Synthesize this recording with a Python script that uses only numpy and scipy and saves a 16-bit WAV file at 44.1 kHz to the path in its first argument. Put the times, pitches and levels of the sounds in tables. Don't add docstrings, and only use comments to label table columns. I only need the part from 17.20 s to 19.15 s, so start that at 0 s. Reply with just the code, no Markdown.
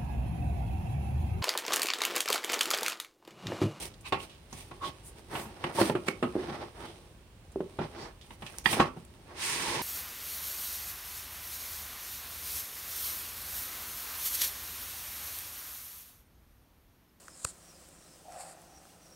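import sys
import numpy as np
from scipy import signal
from scipy.fft import rfft, irfft
from scipy.io import wavfile
from scipy.ndimage import uniform_filter1d

SR = 44100
rng = np.random.default_rng(int(sys.argv[2]) if len(sys.argv) > 2 else 0)


def wav_out(sig):
    wavfile.write(sys.argv[1], SR, np.round(np.clip(np.atleast_2d(sig).T, -1, 1) * 32767).astype(np.int16))


N = 85995
TIME = np.arange(N) / SR

# frequency in Hz, relative level in dB.
HANDLING_SPECTRUM = [(300, -12.5), (800, -20), (1300, -14.5), (2000, -19), (2600, -28.5), (3300, -20.5),
                     (4300, -15), (5200, -14), (5900, -19.5), (7000, -5), (8400, -3.5), (10000, -13),
                     (12000, -25), (14000, -37)]


def from_db(db):
    return 10 ** (np.asarray(db) / 20)


def unit_power(x):
    return x / np.sqrt(np.mean(x ** 2) + 1e-20)


def envelope(rows):
    return from_db(np.interp(TIME, *np.transpose(rows)))


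def colour(x, spectrum):
    hz, db = np.transpose(spectrum)
    freqs = np.maximum(np.arange(N + 1) * SR / (2 * N), 1)
    skirts = np.minimum(freqs / hz[0], 1) ** 2 * np.minimum(hz[-1] / freqs, 1) ** 6
    curve = from_db(np.interp(np.log(freqs), np.log(hz), db))
    return unit_power(irfft(rfft(x, 2 * N) * skirts * curve)[:N])


def noise(spectrum):
    return colour(rng.standard_normal(N), spectrum)


def drift(per_s):
    knots = rng.standard_normal(400)
    return np.interp(TIME * per_s, np.arange(len(knots)), knots)


def band(x, hz, width_hz):
    edges = [hz - width_hz / 2, hz + width_hz / 2]
    return unit_power(signal.sosfilt(signal.butter(2, edges, "band", fs=SR, output="sos"), x))


def soften(x, above_hz):
    return signal.sosfilt(signal.butter(2, above_hz, fs=SR, output="sos"), x)


def ring(clicks, hz, t60):
    radius, angle = from_db(-60 / (t60 * SR)), 2 * np.pi * hz / SR
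    feedback = [1, -2 * radius * np.cos(angle), radius ** 2]
    return signal.lfilter([.5, 0, -.5 * radius ** 2], feedback, clicks + 1e-18)


def grains(per_s, spread_db):
    sizes = from_db(spread_db * np.minimum(rng.exponential(1, N), 4))
    signs = rng.choice([-1, 1], N)
    return sizes * signs * (rng.random(N) < per_s / SR)


def grooming_rasp():
    # time in seconds, level in dB.
    stroke_levels = [(1.035, -78), (1.055, -55), (1.068, -56), (1.09, -47), (1.115, -55.5), (1.14, -50),
                     (1.185, -50), (1.25, -51), (1.3, -57.5), (1.43, -64), (1.55, -63.5), (1.75, -68.5),
                     (1.95, -79)]
    # centre in Hz, width in Hz, relative level in dB.
    narrow_modes = [(713, 27.6, -1.5), (772, 39, -2), (641.6, 51, -5.5), (823, 45, -15)]
    # time in seconds, level in dB.
    open_levels = [(1.07, -64.5), (1.115, -56), (1.18, -50), (1.245, -53), (1.31, -57), (1.4, -60.5),
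                   (1.7, -65.5)]
    # frequency in Hz, relative level in dB.
    open_spectrum = [(430, -15), (510, 9.5), (630, 6), (900, -4), (1030, 3.5), (1110, -1.5), (1300, 1),
                     (1650, -5.5), (1930, -5), (2120, -13.5), (2500, -7), (3100, -15), (4500, -16.5)]
    slips = grains(per_s=980, spread_db=0.5)
    strength = envelope(stroke_levels)
    modes = sum(from_db(db) * band(slips, hz, width) for hz, width, db in narrow_modes)
    broad = from_db(-5.5) * band(slips, hz=764, width_hz=235)
    hollow = broad + (strength / strength.max()) ** 0.45 * modes
    power = uniform_filter1d(hollow ** 2, int(0.047 * SR))
    steady = hollow / np.sqrt(power + 1e-9)
    return strength * steady + envelope(open_levels) * colour(slips, open_spectrum)


def fur_rustle():
    # time in seconds, level in dB.
    fur_levels = [(1.08, -72), (1.125, -58.5), (1.17, -58.5), (1.21, -46), (1.235, -51.5), (1.26, -54),
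                  (1.295, -52.5), (1.33, -56), (1.36, -78), (1.41, -66), (1.46, -84), (1.6, -69),
                  (1.8, -76)]
    # frequency in Hz, relative level in dB.
    fur_spectrum = [(2000, -14), (2600, -19), (3400, -37), (4300, -12.5), (5400, -13), (6000, -26),
                    (7100, -7.5), (8300, -4.5), (10000, -13), (12000, -21.5), (16000, -41)]
    return envelope(fur_levels) * colour(grains(per_s=5000, spread_db=-2.5), fur_spectrum)


def mouth_ticks():
    # start in seconds, dull level in dB, bright level in dB.
    ticks = [(0.0821, -42, -51), (0.207, -80, -51), (0.687, -86, -47), (1.122, -45, -58),
             (1.4171, -71, -51), (1.653, -54, -59)]
    # frequency in Hz, relative level in dB.
    dull_spectrum = [(800, -10), (1200, 8), (1900, -1), (3000, -40), (4500, -7), (7000, -4)]
    bright_spectrum = [(3000, -9.5), (5000, -32), (8000, -3), (10500, -0.5), (12500, -18)]
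    attack_s, decay_s = 0.00061, 0.0016
    dull, bright = noise(dull_spectrum), noise(bright_spectrum)
    out = np.zeros(N)
    for start, dull_db, bright_db in ticks:
        age = np.maximum(TIME - start, 0)
        shape = np.minimum(age / attack_s, 1) * np.exp(-np.maximum(age - attack_s, 0) / decay_s)
        out += shape * (from_db(dull_db) * dull + from_db(bright_db) * bright)
    return out


def case_click():
    # time in seconds, treble drive in dB, body drive in dB.
    contacts = [(0.2460, -18, -48), (0.24877, -11.5, -22.5), (0.24947, -17.5, -27.5), (0.25021, -30, -18)]
    # frequency in Hz, gain in dB, time to fall 60 dB in seconds.
    treble_modes = [(7120, -8, 0.0048), (8130, -4, 0.0052), (10800, -35.5, 0.0039), (14900, -18, .0026)]
    body_modes = [(410, -18, 0.032), (504, -14.5, 0.02), (1017, -9.5, 0.015), (1230, -17, .012),
                  (2410, -13, 0.0077), (4160, -10, 0.0035), (4920, -21.5, .006)]
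    times, treble_db, body_db = np.transpose(contacts)
    crunch_shape = np.exp(-np.abs(TIME - .2495) / 0.0033)
    out = from_db(-33) * crunch_shape * noise(HANDLING_SPECTRUM)
    for modes, drive_db in ((treble_modes, treble_db), (body_modes, body_db)):
        hits = np.zeros(N)
        hits[(times * SR).astype(int)] = from_db(drive_db)
        out += sum(from_db(db) * ring(hits, hz, t60) for hz, db, t60 in modes)
    return soften(out, above_hz=12000)


def mount_thump():
    jolt = np.zeros(N)
    jolt[int(.2505 * SR)] = -from_db(-31)
    return soften(ring(jolt, hz=63.4, t60=0.029), above_hz=248)


def handling_rustle():
    # time in seconds, level in dB.
    handling_levels = [(0, -60.5), (.12, -60.5), (.175, -54.5), (.215, -52.5), (.234, -48), (.26, -52.5),
                       (.269, -43.5), (.279, -46), (.287, -45.5), (.305, -47.5), (.325, -61.5), (.36, -63),
                       (.44, -61.5), (.5, -63.5), (.61, -61.5), (.74, -63), (1.0, -65), (1.1, -67),
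                       (1.9, -70)]
    return envelope(handling_levels) * colour(grains(per_s=5000, spread_db=-2.5), HANDLING_SPECTRUM)


def room_tone():
    # frequency in Hz, relative level in dB.
    rumble_spectrum = [(15, -66), (25, -1), (40, -9.5), (65, 0), (112, -5.5), (171, -3), (255, -7),
                       (282, -4.5), (345, -3.5), (681, -20), (997, -15.5), (3000, -24.5), (3900, -45),
                       (6600, -120)]
    # frequency in Hz, RMS level in dB.
    hum_tones = [(58.5, -72), (167.5, -70), (327, -82.5)]
    hum = np.zeros(N)
    for hz, db in hum_tones:
        phase = 2 * np.pi * hz * TIME + 0.57 * drift(per_s=7.94)
        hum += from_db(db) * np.sqrt(2) * np.sin(phase)
    return from_db(-62.5) * noise(rumble_spectrum) + hum


def microphone_hiss():
    # frequency in Hz, relative level in dB.
    hiss_spectrum = [(2000, -8), (3000, -4.5), (3900, -5.5), (5000, -3), (6400, -0.5), (7300, -18.5),
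                     (8200, -3), (9300, -4.5), (10500, -7.5), (12500, -9), (15700, -9.5)]
    return from_db(-63.5 + 1.55 * drift(per_s=20)) * noise(hiss_spectrum)


def sizzles():
    # midpoint in seconds, length in seconds, centre in Hz, level in dB.
    swells = [(0.132, 0.094, 5240, -63.5), (0.481, 0.14, 5680, -66.5), (0.572, 0.18, 5060, -68),
              (0.835, 0.16, 5650, -67), (0.856, 0.12, 4010, -71), (0.928, 0.15, 5150, -67.5),
              (1.13, 0.14, 5500, -68), (1.55, 0.17, 5750, -64), (1.899, 0.22, 5660, -64.5)]
    sag_hz_per_s, flicker_db = 860, 4.5
    out = np.zeros(N)
    for middle, length, hz, db in swells:
        swell = np.cos(np.pi * np.clip((TIME - middle) / length, -.5, .5))
        narrow_hiss = band(rng.standard_normal(N), hz, width_hz=300)
        sag = np.exp(-1j * np.pi * sag_hz_per_s * (TIME - middle) ** 2)
        whistle = np.real(signal.hilbert(narrow_hiss) * sag)
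        out += from_db(db + flicker_db * drift(per_s=82)) * swell * whistle
    return out


def scene():
    camera = case_click() + mount_thump() + handling_rustle()
    cat = mouth_ticks() + fur_rustle() + grooming_rasp()
    background = room_tone() + microphone_hiss() + sizzles()
    return np.tile(cat + camera + background, (2, 1))


def record(dry):
    return signal.sosfilt(signal.ellip(10, .1, 70, 15800, fs=SR, output="sos"), dry)


dry = scene()
out = record(dry)
wav_out(out)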